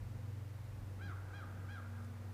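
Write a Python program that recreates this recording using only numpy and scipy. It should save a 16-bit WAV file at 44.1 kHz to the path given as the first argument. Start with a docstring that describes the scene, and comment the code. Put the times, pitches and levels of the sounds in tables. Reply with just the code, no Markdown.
"""A steady camera hum, the drone of a far engine and outdoor hiss open the scene, in a snowy, wooded valley.
From about 1 s a distant crow caws three times; one faint tick follows at about 2 s.
Air is shaped noise in swelling bands, hum and engine are wavering sines, the tick is decaying noise.
Each caw is a harmonic series on an arch of pitch, raspy at both ends; trees and far slope throw it back."""
import sys
import numpy as np
from scipy import signal
from scipy.fft import rfft, irfft
from scipy.io import wavfile

SR = 44100
rng = np.random.default_rng(int(sys.argv[2]) if len(sys.argv) > 2 else 0)


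def put_to_file(sound):
    """Save the sound as 16-bit audio at rate SR, in the file named by the first command-line argument."""
    columns = np.atleast_2d(sound).T  # one column per channel
    safe = np.clip(columns, -1, 1)
    whole_steps = np.round(safe * 32767)
    wavfile.write(sys.argv[1], SR, whole_steps.astype(np.int16))


N = 102929


def amp(db):
    """Decibels to gain."""
    return 10 ** (np.asarray(db) / 20)


def unit(x):
    """Scales to rms 1."""
    return x / np.sqrt(np.mean(x ** 2) + 1e-20)


def read(points, hz):
    """Interpolates a (frequency, value) table on a log-frequency axis."""
    f, value = np.transpose(points)
    return np.interp(np.log(hz + 1), np.log(f + 1), value)


def curves(rows):
    """Interpolates each column of a time table at every sample."""
    s, *columns = np.transpose(rows)
    t = np.arange(N) / SR
    return [np.interp(t, s, column) for column in columns]


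def noise(shape):
    """Noise of rms 1, white noise weighted by the amplitude gain shape(Hz)."""
    spectrum = rfft(rng.standard_normal(N))
    return unit(irfft(spectrum * shape(np.fft.rfftfreq(N, 1 / SR)), N))


def wander(rate_hz):
    """Random motion of rms 1, up to about rate_hz."""
    return noise(lambda f: (f > 0) / (1 + (f / rate_hz) ** 2) ** 2)


def add(mix, start_s, sound):
    """Mixes a sound in at start_s, cut at the end of the mix."""
    part = mix[round(start_s * SR):][:len(sound)]
    part += sound[:len(part)]


def tone(hz, db):
    """Sine that follows a pitch and an rms level."""
    turns = np.cumsum(hz * np.ones(N)) / SR
    return np.sqrt(2) * amp(db) * np.sin(2 * np.pi * (turns + rng.random()))


# outdoor air and microphone hiss, relative spectrum: (frequency [Hz], density [dB per Hz])
AIR_SPECTRUM = [(15, -36), (27, -24.5), (40, -17.5), (65, -17.5), (100, -23), (140, -19), (200, -24.5),
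                (280, -26), (400, -31.5), (460, -28), (510, -24.5), (570, -31.5), (850, -32), (1200, -36),
                (2000, -39.5), (3000, -46.5), (5000, -49.5), (9000, -53), (15500, -55)]
# band gains: (time [s], rumble [dB], low mids [dB], mids [dB])
AIR_SWELLS = [(0, 11.5, 0.5, -2.5), (.35, -4.5, 0, -1.5), (.65, 4, -4.5, -2), (.82, 7, 0, -1),
              (1.0, 0.5, 3, -2.5), (1.11, 3, 7.5, -6), (1.19, 3, -3.5, 2), (1.4, -4, -3, 3),
              (1.56, 0.5, 4.5, -0.5), (1.8, -1, -4.5, -0.5), (2.1, -5, 0.5, 0), (2.3, 3.5, -1, 1)]
AIR_DB = -56.5  # rms before the swells


def air():
    """Broadband noise: rumble, low mids and mids swell slowly under an even hiss."""
    wash = rfft(amp(AIR_DB) * noise(lambda f: amp(read(AIR_SPECTRUM, f))))
    hz = np.fft.rfftfreq(N, 1 / SR)
    below = [1 / (1 + (hz / edge_hz) ** 4) for edge_hz in (120, 420, 1100)]
    bands = np.diff([0 * hz, *below, 1 + 0 * hz], axis=0)
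    gains_db = [*curves(AIR_SWELLS), 0]  # top band stays even
    return sum(amp(db) * irfft(wash * band, N) for db, band in zip(gains_db, bands))


HUM_HZ, HUM_DB, HUM_WAVER_DB = 95.8, -47.5, 1.2  # waver as rms


def hum():
    """The camera's low hum: one sine of fixed pitch, its level wavering slightly."""
    return tone(HUM_HZ, HUM_DB + HUM_WAVER_DB * wander(3))


# firing rate: (time [s], frequency [Hz])
ENGINE_SPEED = [(0, 118.3), (.5, 118.1), (1.0, 118), (1.5, 117.7), (2.0, 117.1), (2.33, 116.8)]
# levels: (time [s], firing tone [dB], octave [dB], gain of weaker tones [dB])
ENGINE_LEVEL = [(0, -50, -71.5, -9), (.28, -50, -61.5, -1), (.46, -52.5, -72, 1.5), (.7, -51.5, -71.5, -4),
                (.88, -58.5, -66, 4.5), (1.05, -78, -69, 5), (1.22, -61, -80, 1.5),
                (1.43, -59.5, -69.5, 4.5), (1.62, -63.5, -66.5, 0), (1.82, -68, -59.5, 2),
                (2.04, -55.5, -58, -13), (2.33, -58, -64.5, -8)]
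# weaker tones before the gain: (multiple of firing rate [ratio], level [dB])
ENGINE_TONES = [(1.5, -75.5), (2.55, -72.5), (3, -80.5)]
ENGINE_WAVER_DB, ENGINE_DRIFT = 1, .0054  # weaker tones: rms level waver, rms pitch drift [ratio]


def engine():
    """Far engine: sines at the firing rate, its octave and weaker multiples fade in and out."""
    (hz,) = curves(ENGINE_SPEED)
    firing_db, octave_db, weak_gain_db = curves(ENGINE_LEVEL)
    weak = 0
    for multiple, db in ENGINE_TONES:
        tone_hz = multiple * hz * (1 + ENGINE_DRIFT * wander(6))
        weak = weak + tone(tone_hz, db + weak_gain_db + ENGINE_WAVER_DB * wander(2.5))
    return tone(hz, firing_db) + tone(2 * hz, octave_db) + weak


TICK_S, TICK_DB, TICK_T60_S = 2.046, -62, .014  # level at onset
TICK_HZ, TICK_WIDTH_HZ = 7000, 5000
RUSTLE_DB, RUSTLE_HALF_S = -78, .04  # level at peak; half-width to 1/e


def tick():
    """Bright noise, decaying at once inside a brief rustle, as of a twig shifting near the microphone."""
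    out, t = np.zeros(N), np.arange(N) / SR
    grain = noise(lambda f: np.exp(-((f - TICK_HZ) / TICK_WIDTH_HZ) ** 2))
    decay = np.exp(-np.log(1000) * t / TICK_T60_S)
    add(out, TICK_S, grain * amp(TICK_DB) * decay)
    swell = np.exp(-((t - TICK_S) / RUSTLE_HALF_S) ** 2)
    return out + grain * amp(RUSTLE_DB) * swell


def scatter(t60):
    """Response of many trunks: sparse random reflections, each frequency dying in t60(Hz) seconds."""
    taps = rng.choice([-1., 1.], SR) * (rng.random(SR) < 2000 / SR)  # about 2000 in 1 s
    hz, t, z = signal.stft(taps, SR, nperseg=256)
    decay = 1e-3 ** (t / t60(hz)[:, None])
    tail = signal.istft(z * decay, SR, nperseg=256)[1]
    # scaled by the energy in the voice band
    voice_sos = signal.butter(2, [1200, 1800], "band", fs=SR, output="sos")
    voice_band = signal.sosfilt(voice_sos, tail)
    return tail / np.linalg.norm(voice_band) * np.sqrt(1200 / SR)


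# ring of the woods: (frequency [Hz], t60 [s])
WOODS_T60 = [(500, 1.5), (1350, 2.2), (1700, 1.6), (2500, 1), (3500, 0.45), (7000, 0.61)]
# dull reflections from nearby trunks and banks: (delay [s], gain [dB])
REFLECTIONS = [(.026, -12), (.043, -15), (.081, -12)]
REFLECTION_EDGE_HZ = 2270
WOODS_DB, NEAR_DB, NEAR_T60_S = -3, -11, .23
SLOPE_DELAY_S, SLOPE_DB = .19, -7.5


def valley(x):
    """Near trees smear the call, the woods ring on, and the far slope sends a blurred, dull echo."""
    near = signal.fftconvolve(x, scatter(lambda hz: NEAR_T60_S + 0 * hz))[:N]
    woods = signal.fftconvolve(x, scatter(lambda hz: read(WOODS_T60, hz)))[:N]
    echo = signal.fftconvolve(x, scatter(lambda hz: read(WOODS_T60, hz) / 2))[:N]
    out = x + amp(NEAR_DB) * near + amp(WOODS_DB) * woods
    dull = signal.butter(3, REFLECTION_EDGE_HZ, fs=SR, output="sos")
    for delay_s, db in REFLECTIONS:
        add(out, delay_s, amp(db) * signal.sosfilt(dull, x))
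    add(out, SLOPE_DELAY_S, amp(SLOPE_DB) * signal.sosfilt(dull, echo))
    return out


# throat resonances: (frequency [Hz], gain [dB])
THROAT = [(500, -21), (820, -11.5), (1100, -4), (1420, 2), (1650, -1), (1850, -5.5), (2080, -5),
          (2450, -11), (2850, -15.5), (3270, -6), (3600, -11), (3900, -13.5), (4130, -17.5), (4950, -21),
          (5800, -23.5), (8000, -35)]
# course of a caw, times after the top before stretch: (time from top [s], pitch [share of top],
# effort [dB], gain of harmonic 4, half for 3 [dB], gain of harmonics 5-9 [dB])
CAW_SHAPE = [(-.058, .73, -12, -3, -6), (-.036, .88, -6, -5, -8), (-.026, .935, 1, -7, -8),
             (-.015, .98, 0, -2.5, -4), (0, 1, -2, 2, 0), (.017, .99, 0, -4, -1),
             (.033, .955, -.5, -11, -3), (.048, .87, 0, -11, -8), (.063, .82, 1, -18, -13),
             (.092, .66, 1, -22, -20)]
ROUGH_TOP, ROUGH_ENDS = .17, .8  # depth of flutter
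ROUGH_DROP = .23  # fully rough once the pitch is this share below the top
RASP_HZ, JITTER = 120, .006  # pitch jitter as a share, before roughness widens it
EDGE_S = .01


def caw(top_s, top_hz, db, stretch):
    """Harmonics arch up and down through a fixed throat: clear on top, raspy where the pitch is low."""
    s, *columns = np.transpose(CAW_SHAPE)
    s = np.where(s > 0, s * stretch, s)
    t = np.arange(s[0], s[-1], 1 / SR)
    pitch, effort_db, middle_db, highest_db = (np.interp(t, s, c) for c in columns)
    hz = top_hz * pitch
    drop = np.clip((1 - pitch) / ROUGH_DROP, 0, 1)
    rough = ROUGH_TOP + (ROUGH_ENDS - ROUGH_TOP) * drop
    jitter = JITTER * (1 + 2 * rough) * wander(RASP_HZ * 2)[:len(t)]
    turns = np.cumsum(hz * (1 + jitter)) / SR
    rasp = noise(lambda f: np.exp(-(2 * (f / RASP_HZ - 1)) ** 2))[:len(t)]
    voice = 0
    for k in range(1, 10):
        # rasp shared by all harmonics, plus motion of its own
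        flutter = 1 + rough * (rasp + wander(RASP_HZ * 2)[:len(t)]) / np.sqrt(2)
        bright_db = highest_db if k > 4 else middle_db * max(k / 2 - 1, 0)
        level = amp(read(THROAT, k * hz) + bright_db)
        voice = voice + level * flutter * np.cos(2 * np.pi * (k * turns + rng.random()))
    edges = np.clip(np.minimum(t - t[0], t[-1] - t) / EDGE_S, 0, 1)
    start_s = top_s + t[0]
    return start_s, amp(db + effort_db) * edges * voice / np.sqrt(1 + rough ** 2)


# caws: (time of pitch top [s], top pitch [Hz], gain before effort and throat [dB], stretch of fall [ratio])
CAWS = [(1.043, 823, -53.6, 1.08), (1.364, 823, -54, .96), (1.722, 823, -54.2, .98)]


def crow():
    """Three caws carried across the valley."""
    calls = np.zeros(N)
    for row in CAWS:
        add(calls, *caw(*row))
    return valley(calls)


def scene():
    """All sources summed at one microphone."""
    return (air() + hum() + engine() + tick() + crow())[None]


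BAND_EDGE_HZ = 15550


def record(dry):
    """Band limit: a steep linear-phase low-pass."""
    lowpass = signal.firwin(511, BAND_EDGE_HZ, window=("kaiser", 9), fs=SR)
    return signal.oaconvolve(dry, lowpass[None], "same")


dry = scene()
out = record(dry)
put_to_file(out)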